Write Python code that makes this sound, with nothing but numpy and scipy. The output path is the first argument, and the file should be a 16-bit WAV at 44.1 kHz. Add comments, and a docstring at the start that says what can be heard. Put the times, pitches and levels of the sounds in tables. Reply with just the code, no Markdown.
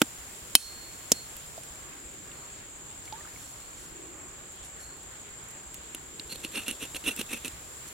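"""Jungle stream, with a plucked bird hanging over it. Filtered noise makes the flickering water, the pulsing
insect trills and a treble hiss; a soft low beat throbs underneath. The flat of a big knife slaps the bird three
times (noise puffs, ringing modes), the edge slices quietly with small snaps, then scrapes feather stubs in quick
strokes (dense clicks drive blade and carcass), and a last cut follows. A few drops plop as gliding bubbles.
A limiter ducks briefly after hard blows."""
import sys
import numpy as np
from scipy import signal
from scipy.fft import rfft, irfft, next_fast_len
from scipy.io import wavfile

SR = 44100
rng = np.random.default_rng(int(sys.argv[2]) if len(sys.argv) > 2 else 0)


def wav_record(signal):
    """Record a signal, one row per channel, as 16-bit PCM in the file named by sys.argv[1]."""
    frames = np.transpose(np.atleast_2d(signal))
    bounded = np.clip(frames, -1, 1)
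    # unit amplitude maps onto the largest positive 16-bit level
    quanta = np.round(bounded * 32767).astype(np.int16)
    wavfile.write(sys.argv[1], SR, quanta)


N = 349697
T = np.arange(N) / SR

# modes of the free knife blade: (frequency [Hz], t60 [s], struck flat [dB], rubbed on the edge [dB])
BLADE_MODES = [(2590, 0.057, -10, -39), (2694, 0.043, -28, 4), (2833, 0.038, -36, -1.5),
               (3120, 0.035, 3.5, -7.5), (3160, 0.3, -38, -28), (3360, 0.019, -20, -3.5),
               (3650, 0.022, -23, -7.5), (3940, 0.018, 1, -8), (4240, 0.044, -6, -34),
               (4280, 1.43, -49, -44), (5160, 0.018, 4.5, -46), (6000, 0.06, -23, -23),
               (9140, 0.043, -1, -11), (9890, 0.027, 4.5, -4.5), (9760, 0.23, -25, -9)]


def undb(db):
    """Turn decibels into an amplitude factor."""
    return 10 ** (np.asarray(db) / 20)


def unit(x):
    """Scale to rms 1."""
    return x / np.sqrt(np.mean(x ** 2) + 1e-18)


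def fade(t, t60):
    """Exponential decay, 60 dB down at t60."""
    return np.exp(-np.log(1000) * t / t60)


def add(out, s, x):
    """Mix x into out from time s."""
    i = int(s * SR)
    out[..., i:i + x.shape[-1]] += x[..., :N - i]


def lookup(points, hz):
    """Read a curve on a log-frequency axis."""
    f, value = np.transpose(points)
    return np.interp(np.log(hz + 1), np.log(f), value)


def colour(x, points):
    """Filter x by a curve of (frequency [Hz], gain [dB]) points."""
    n = next_fast_len(x.shape[-1])
    gain = undb(lookup(points, np.fft.rfftfreq(n, 1 / SR)))
    return irfft(rfft(x, n) * gain, n)[..., :x.shape[-1]]


def band(x, hz, width):
    """One resonance, gain 1 at its centre."""
    return signal.lfilter(*signal.iirpeak(hz, hz / width, fs=SR), x)


def narrow(hz, width):
    """Band of noise through two equal resonances, unrelated in the two ears."""
    noise = rng.standard_normal((2, N))
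    once = band(noise, hz, 1.57 * width)
    return unit(band(once, hz, 1.57 * width))


def walk(rate):
    """Random drift with a spread near 1, joining `rate` random points per second by straight lines."""
    count = int(8 * rate) + 2
    return 1.385 * np.interp(T * rate, np.arange(count), rng.standard_normal(count))


def swell(s, rise_s, fall_s, power):
    """Rise to 1 at time s and fall away again."""
    return np.interp(T, [s - rise_s, s, s + fall_s], [0, 1, 0]) ** power


def ring(t, modes):
    """Sum of struck modes: (frequency [Hz], t60 [s], level [dB])."""
    return sum(undb(db) * fade(t, t60) * np.sin(2 * np.pi * hz * t) for hz, t60, db in modes)


def burst(hz, width, t60):
    """A short puff of noise around one frequency."""
    t = T[:SR // 4]
    return unit(band(rng.standard_normal(len(t)), hz, width)) * fade(t, t60)


def slips(rate, spread_db):
    """Dense clicks of uneven size and random sign, as an edge sticks and slips."""
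    hit = rng.random(N) < rate / SR
    size = undb(spread_db * np.minimum(rng.exponential(size=N), 4))
    return hit * rng.choice([-1, 1], N) * size


def rubbed(x, response):
    """A body driven by a stream of tiny slips."""
    return unit(signal.fftconvolve(x, response)[:len(x)])


def thud(t, hz):
    """The carcass wobbles for a few cycles; it is too small to radiate deep bass."""
    # modes of the carcass: (multiple of the thud pitch, t60 [s], relative level [dB])
    flesh_modes = [(1, 0.052, -10.5), (1.25, 0.039, -3.5), (1.9, 0.019, -9)]
    wobble = ring(t, [(hz * multiple, t60, db) for multiple, t60, db in flesh_modes])
    highpass = signal.butter(3, 0.63 * hz, "high", fs=SR, output="sos")
    return signal.sosfilt(highpass, wobble) / 2


def pressed_blade(t, pitch_hz, longest_t60):
    """The blade with its edge in the skin, which damps its modes and shifts them with the point of contact."""
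    shift = pitch_hz / BLADE_MODES[1][0]  # the second mode lands on pitch_hz
    return ring(t, [(hz * shift, min(t60, longest_t60), db) for hz, t60, _, db in BLADE_MODES])


def bubble(hz, t60, rise_oct_per_s):
    """A trapped bubble rings and climbs in pitch as it nears the surface."""
    t = T[:SR // 6]
    pitch = hz * 2 ** (rise_oct_per_s * t)
    return fade(t, t60) * np.sin(2 * np.pi * np.cumsum(pitch) / SR)


def stream(water_db=-50, flicker_db=1.5, gurgle_rest_db=-65, gurgle_rise=0.39, bubble_db=-60, count=170):
    """Running water: flickering noise bands, alike in both ears in the bass, a hollow gurgle and small bubbles."""
    # spectrum of the wash: (frequency [Hz], relative density [dB per Hz])
    water_spectrum = [(25, -8), (45, -8.5), (80, -5), (140, -7), (220, -13), (380, -10.5), (600, -15),
                      (850, -15.5), (1400, -12.5), (2200, -17), (4000, -19), (6200, -42.5)]
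    # likeness of the two ears: (frequency [Hz], correlation)
    ear_likeness = [(60, 0.81), (300, 0.54), (640, 0.48), (1400, 0.014), (3000, 0)]
    # the stream gurgles up: (time of the peak [s], length [s], level [dB])
    gurgle_swells = [(2.05, 0.76, -62), (4.018, .65, -55), (6.2, 0.6, -59)]
    wash = 0
    for hz in 35 * 2 ** (np.arange(16) / 2):  # half-octave bands
        like = lookup(ear_likeness, hz)
        mid, side = narrow(hz, hz / 3)
        pair = np.sqrt(1 + like) * mid + np.sqrt(1 - like) * side * np.array([[1], [-1]])
        wash = wash + pair * np.sqrt(hz) * undb(lookup(water_spectrum, hz) + flicker_db * walk(14))

    hollow = narrow(341, 106)
    hollow = unit(hollow + hollow.mean(axis=0))  # drawn towards the middle
    gurgle = undb(gurgle_rest_db)
    for s, length, db in gurgle_swells:
        # gurgle_rise is the share of a swell in which it builds
        gurgle = gurgle + undb(db) * swell(s, gurgle_rise * length, (1 - gurgle_rise) * length, 0.78)

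    out = unit(wash) * undb(water_db) + hollow * gurgle
    for when, size, loud, side in rng.random((count, 4)):
        pan = np.sqrt([[side], [1 - side]])
        level = undb(bubble_db + 14 * loud ** 2)
        add(out, when * N / SR, pan * level * bubble(450 * 6 ** size, 0.021, 4.6))
    return out


def insects(waver_db=0.7):
    """Wingbeats pulse bands of noise into a chorus of trills; crickets chirp in narrow bands among them."""
    # chorus: (centre [Hz], width [Hz], level [dB], mean pulse rate [per s], pulse depth [0-1])
    chorus_bands = [(6786, 67, -56.5, 66, 0.25), (7150, 240, -54.5, 84, 0.17), (7463, 120, -54.5, 35, 0),
                    (7506, 140, -53, 120, 0.45), (7450, 570, -53, 260, 0.3)]
    # chirping crickets: (centre [Hz], level [dB], mean chirp rate [per s])
    cricket_bands = [(8050, -61.5, 5.1), (8260, -72, 6.5), (7260, -66, 7.3)]
    out = 0
    for hz, width, db, rate, depth in chorus_bands:
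        wings = np.cumsum(rate * (1 + 0.0205 * walk(4))) / SR  # cycles, at a wavering rate
        pulses = unit(1 + depth * np.cos(2 * np.pi * wings))
        out = out + narrow(hz, width) * pulses * undb(db + waver_db * walk(5.4))
    for hz, db, rate in cricket_bands:
        chirps = np.cumsum(rate * (1 + 0.13 * walk(2.88))) / SR
        pulses = unit(np.sin(np.pi * chirps) ** 4 + 0.071)
        out = out + narrow(hz, 70) * pulses * undb(db)
    return out


def treble_hiss():
    """Treble noise, unrelated in the two ears, whose level slowly drifts."""
    # spectrum: (frequency [Hz], relative density [dB per Hz])
    hiss_spectrum = [(4000, -3.5), (6000, -2.5), (8500, -0.5), (10500, -1), (13000, -5), (16000, -6)]
    # loudness over time: (time [s], level [dB])
    hiss_level = [(0, -48), (1.6, -49), (2.0, -54), (2.45, -53.5), (2.7, -56.5), (3.4, -50.5), (4.1, -56.5),
                  (5.6, -56), (7.93, -49.5)]
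    noise = unit(colour(rng.standard_normal((2, N)), hiss_spectrum))
    return noise * undb(np.interp(T, *np.transpose(hiss_level)))


def slaps(crack_t60=0.021, smack_t60=0.018, spray_db=-40, spray_t60=0.45,
          turn_rate_hz=5.0, turn_depth=0.29, lift_s=0.022):
    """The flat of the blade squeezes air and water off the skin; flesh thuds, steel clangs and one mode rings on."""
    # slaps: (time [s], thud [dB], thud pitch [Hz], smack [dB], smack centre [Hz], smack width [Hz],
    # wet crack [dB], crack centre [Hz], crack width [Hz] (both ahead of a broad filter),
    # clang [dB], long ring [dB], time until the hand damps it [s])
    blade_slaps = [(0.017, -2, 241, -9, 1120, 2570, -15, 9300, 7900, -31, -47, 0.0044),
                   (0.5523, -7, 236, -4, 1210, 2500, 8, 8200, 10300, -3.5, -41, 0.58),
                   (1.1182, -13.5, 222, -13.5, 470, 71, -6, 6400, 2270, -32, -42.5, 0.1)]
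    out, t = np.zeros(N), T[:SR]
    clang = ring(t, [(hz, t60, db) for hz, t60, db, _ in BLADE_MODES])
    free_hz, free_t60, *_ = max(BLADE_MODES, key=lambda mode: mode[1])
    # the ring opens as the blade lifts off the skin, then swells and sinks as the swinging blade turns its face
    lift = 1 - np.exp(-t / lift_s)
    turn = 1 - turn_depth * np.cos(2 * np.pi * turn_rate_hz * t)
    sing = ring(t, [(free_hz, free_t60, 0)]) * lift * turn
    for (s, thud_db, thud_hz, smack_db, smack_hz, smack_width,
         crack_db, crack_hz, crack_width, clang_db, ring_db, free_s) in blade_slaps:
        damping = 1 / (1 + (t / free_s) ** 5)
        steel = (undb(clang_db) * clang + undb(ring_db) * sing) * damping
        smack = band(burst(smack_hz, smack_width, smack_t60), smack_hz, 2 * smack_hz + smack_width)
        crack = band(burst(crack_hz, crack_width, crack_t60), 7400, 14700)
        add(out, s, undb(thud_db) * thud(t, thud_hz) + steel)
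        add(out, s, undb(smack_db) * smack)
        add(out, s, undb(crack_db) * crack)
        add(out, s, undb(crack_db + spray_db) * burst(7000, 5000, spray_t60))
    return out


def throb(db=-43, range_db=15, rate_hz=8.58):
    """A soft low beat: a short decaying bass tone, repeated evenly at uneven strength."""
    out, beat = np.zeros(N), ring(T[:SR // 5], [(58.7, 0.18, 0.0044)])
    for s in np.arange(.072, N / SR, 1 / rate_hz):
        add(out, s, undb(db - range_db * rng.random()) * beat)
    return out


def snaps(snap_t60=0.011, spread=0.5, flesh_hz=260, flesh_db=8,
          tick_from_s=4.4, tick_to_s=6.2, tick_db=-39.5, tick_range_db=8, tick_hz=9700, count=8):
    """A stub or sinew lets go of the edge and jolts blade and carcass; fine fibres only tick, at random."""
    # the edge catches and snaps: (time [s], snap [dB], snap centre [Hz], tug on blade and carcass [dB])
    edge_snaps = [(1.367, -33, 11200, -53), (1.635, -37, 9000, -51), (2.317, -40, 3000, -50),
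                  (3.055, -36, 5700, -53), (5.7438, -32.5, 11200, -50), (5.948, -26.5, 9700, -37),
                  (6.197, -28, 3760, -41), (6.4485, -31, 7400, -33), (6.557, -29, 3960, -36.5),
                  (6.6814, -21.5, 9100, -34), (6.7116, -26.5, 9000, -34), (6.9474, -34, 9000, -36),
                  (7.0407, -42, 9000, -41.5), (7.1632, -28, 10150, -48), (7.2137, -27, 9000, -32.5),
                  (7.4477, -30, 8000, -36), (7.48, -26.5, 7800, -39)]
    out, t = np.zeros(N), T[:SR // 4]
    # flesh_db sets the carcass relative to the blade's tug
    jolt = pressed_blade(t, pitch_hz=2854, longest_t60=0.02) + undb(flesh_db) * thud(t, flesh_hz)

    def tick(hz):
        """Parting fibre: a tiny puff of noise."""
        return band(burst(hz, spread * hz, snap_t60), hz, 2 * spread * hz)

    for s, db, hz, tug_db in edge_snaps:
        add(out, s, undb(db) * tick(hz) + undb(tug_db) * jolt)
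    for when, weak in rng.random((count, 2)):
        s = tick_from_s + when * (tick_to_s - tick_from_s)
        add(out, s, undb(tick_db - tick_range_db * weak) * tick(tick_hz))
    return out


def drops(rise_oct_per_s=3.3, splash_hz=3940, splash_t60=0.014, droplet_t60=0.024, count=6,
          spatter_s=.24, spatter_db=-7.5, spatter_low_hz=1010, spatter_high_hz=2620):
    """A drop splashes, traps a bubble and throws up droplets that plink as they fall back."""
    # drops into the stream: (time [s], starting pitch [Hz], bubble [dB], t60 [s], splash [dB])
    stream_drops = [(1.579, 654, -33, .035, -43.5), (3.078, 2240, -39.5, .034, -56),
                    (3.1251, 850, -33.5, 0.14, -33.5), (3.18, 1130, -47, 0.19, -50)]
    out = np.zeros(N)
    for s, hz, db, t60, splash_db in stream_drops:
        splash = band(burst(splash_hz, splash_hz / 2, splash_t60), splash_hz, splash_hz)
        add(out, s, undb(splash_db) * splash)
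        add(out, s, undb(db) * bubble(hz, t60, rise_oct_per_s))
        for flight, pitch in rng.random((count, 2)):
            hz = spatter_low_hz + pitch * (spatter_high_hz - spatter_low_hz)
            plink = bubble(hz, droplet_t60, rise_oct_per_s)
            # spatter_db is relative to the splash
            add(out, s + flight * spatter_s, undb(splash_db + spatter_db) * plink)
    return out


def cutting(power=0.95, ring_power=1.05, rise_share=.35, linger=3.5):
    """Skin parts with a fine crackle of slips; the blade sings faintly around its freest mode and outlasts it."""
    # slow cuts through skin: (time of the peak [s], length [s], hiss [dB], blade ring [dB])
    skin_cuts = [(2.367, 0.18, -68, -63), (3.055, .08, -54, -68), (3.426, 0.41, -54, -66),
                 (3.814, 0.2, -52.5, -79), (4.65, 0.069, -51.5, -73), (4.816, 0.11, -53, -58),
                 (7.88, 0.043, -46, -67)]
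    # spectrum of parting skin: (frequency [Hz], relative density [dB per Hz])
    slice_spectrum = [(2000, -8), (4900, -1), (5750, 8.5), (6500, 4), (9000, 7), (11200, 8), (13000, 0),
                      (16000, -52)]
    force = slips(rate=2700, spread_db=1.5)
    hiss = unit(colour(force, slice_spectrum))
    sing = unit(band(band(force, 4290, 260), 4290, 260))
    out = 0
    for s, length, hiss_db, ring_db in skin_cuts:
        rise, fall = rise_share * length, (1 - rise_share) * length
        out = out + undb(hiss_db) * hiss * swell(s, rise, fall, power)
        out = out + undb(ring_db) * sing * swell(s, rise, linger * fall, ring_power)
    return out


def scraping(power=1.2, rise_share=0.45, judder_db=3.0, drag_db=-55, flesh_hz=235, flesh_db=-5.5,
             ring_hz=2760, ring_sag_hz_per_s=82, wander=0.0097,
             zing_db=-3, zing_fade_db_per_s=17.5, uneven_db=3):
    """The edge judders over feather stubs: slips rasp, ring the blade and shake flesh; it drags between strokes."""
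    # scraping strokes: (time of the peak [s], length [s], rasp [dB], blade ring relative to the rasp [dB])
    scrape_strokes = [(6.326, 0.09, -38.5, -2), (6.447, 0.067, -45.5, 5), (6.575, 0.13, -39.5, 4.5),
                      (6.693, 0.097, -39, 4.5), (6.827, 0.087, -40, 3), (6.96, 0.043, -38.5, 0.5),
                      (7.086, .11, -35, 3), (7.196, 0.085, -35, 0.5), (7.33, 0.12, -39.5, 4),
                      (7.46, 0.065, -39.5, 1)]
    # spectrum of the rasp: (frequency [Hz], relative density [dB per Hz])
    rasp_spectrum = [(150, -39), (500, 10.5), (800, -10.5), (1300, -2), (2200, -17), (3500, 12.5),
                     (4900, 0), (6000, 5.5), (7400, -1.5), (8200, 2.5), (9600, 5.5), (12000, 5.5),
                     (15500, -9)]
    t = T[:SR // 10]
    force = slips(rate=5200, spread_db=2.5) * undb(judder_db * walk(170))
    rasp = unit(colour(force, rasp_spectrum))
    flesh = rubbed(force, thud(t, flesh_hz))
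    zing = unit(band(band(force, 4240, 380), 4210, 380))
    first, last = scrape_strokes[0][0], scrape_strokes[-1][0]
    out = undb(drag_db) * rasp * np.interp(T, [first - .1, first, last, last + 0.11], [0, 1, 1, 0])
    chances = rng.standard_normal((len(scrape_strokes), 2))
    for (s, length, db, ring_db), (contact, angle) in zip(scrape_strokes, chances):
        # the contact moves along the edge stroke by stroke: the ring sinks and the bright zing fades
        pitch = (ring_hz - ring_sag_hz_per_s * (s - first)) * (1 + wander * contact)
        steel = rubbed(force, pressed_blade(t, pitch, longest_t60=0.033))
        zing_level = undb(zing_db - zing_fade_db_per_s * (s - first) + uneven_db * angle)
        stroke = rasp + undb(ring_db) * steel + zing_level * zing + undb(flesh_db) * flesh
        pressure = swell(s, rise_share * length, (1 - rise_share) * length, power)
        out = out + undb(db) * pressure * stroke
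    return out


def near(x, pan_db=-2.4, lag_s=.000013, scatter_db=-11, scatter_t60=0.018, bank_db=-35, bank_t60=0.19):
    """Close by and a little right; arms and branches scatter the sound, the bank returns a faint tail."""
    scatter = burst(4100, 10000, scatter_t60) * (T[:SR // 4] > .001)
    side = signal.fftconvolve(x, scatter / np.linalg.norm(scatter))[:N] * undb(scatter_db)

    t = T[:SR // 3]
    tail = rng.standard_normal((2, len(t))) * fade(t, bank_t60) * (t > .008)
    bank = signal.fftconvolve(x[None], tail / np.linalg.norm(tail[0]), axes=1)[:, :N]

    # the left ear is further away: delay it by a fraction of a sample
    n = next_fast_len(N)
    delay = np.exp(-2j * np.pi * np.fft.rfftfreq(n, 1 / SR) * lag_s)
    late = irfft(rfft(x, n) * delay, n)[:N]
    pan = undb(np.array([[pan_db], [-pan_db]]) / 2)
    return np.array([late + side, x - side]) * pan + undb(bank_db) * bank


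def scene():
    """Knife work and drops in front, water and insects all round."""
    around = stream() + insects() + treble_hiss() + throb()
    close = near(slaps() + snaps() + drops() + cutting() + scraping())
    return around + close


def record(dry, ceiling=0.31, attack_s=0.0019, release_s=0.067, top_hz=16000):
    """A limiter ducks after hard blows, whose first instant may clip before it reacts; the top is cut."""
    pole = np.exp(-1 / (attack_s * SR))
    loudness = signal.lfilter([1 - pole], [1, -pole], np.abs(dry).max(axis=0))
    over = np.maximum(np.log(loudness / ceiling + 1e-9), 0)
    # each overshoot is held and decays exponentially
    recover = np.exp(-T / release_s)
    duck = np.maximum.accumulate(over / recover) * recover
    clipped = np.clip(dry * np.exp(-duck), -.9, .9)
    lowpass = signal.ellip(10, .2, 80, top_hz, fs=SR, output="sos")
    return signal.sosfilt(lowpass, clipped)


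dry = scene()
out = record(dry)
wav_record(out)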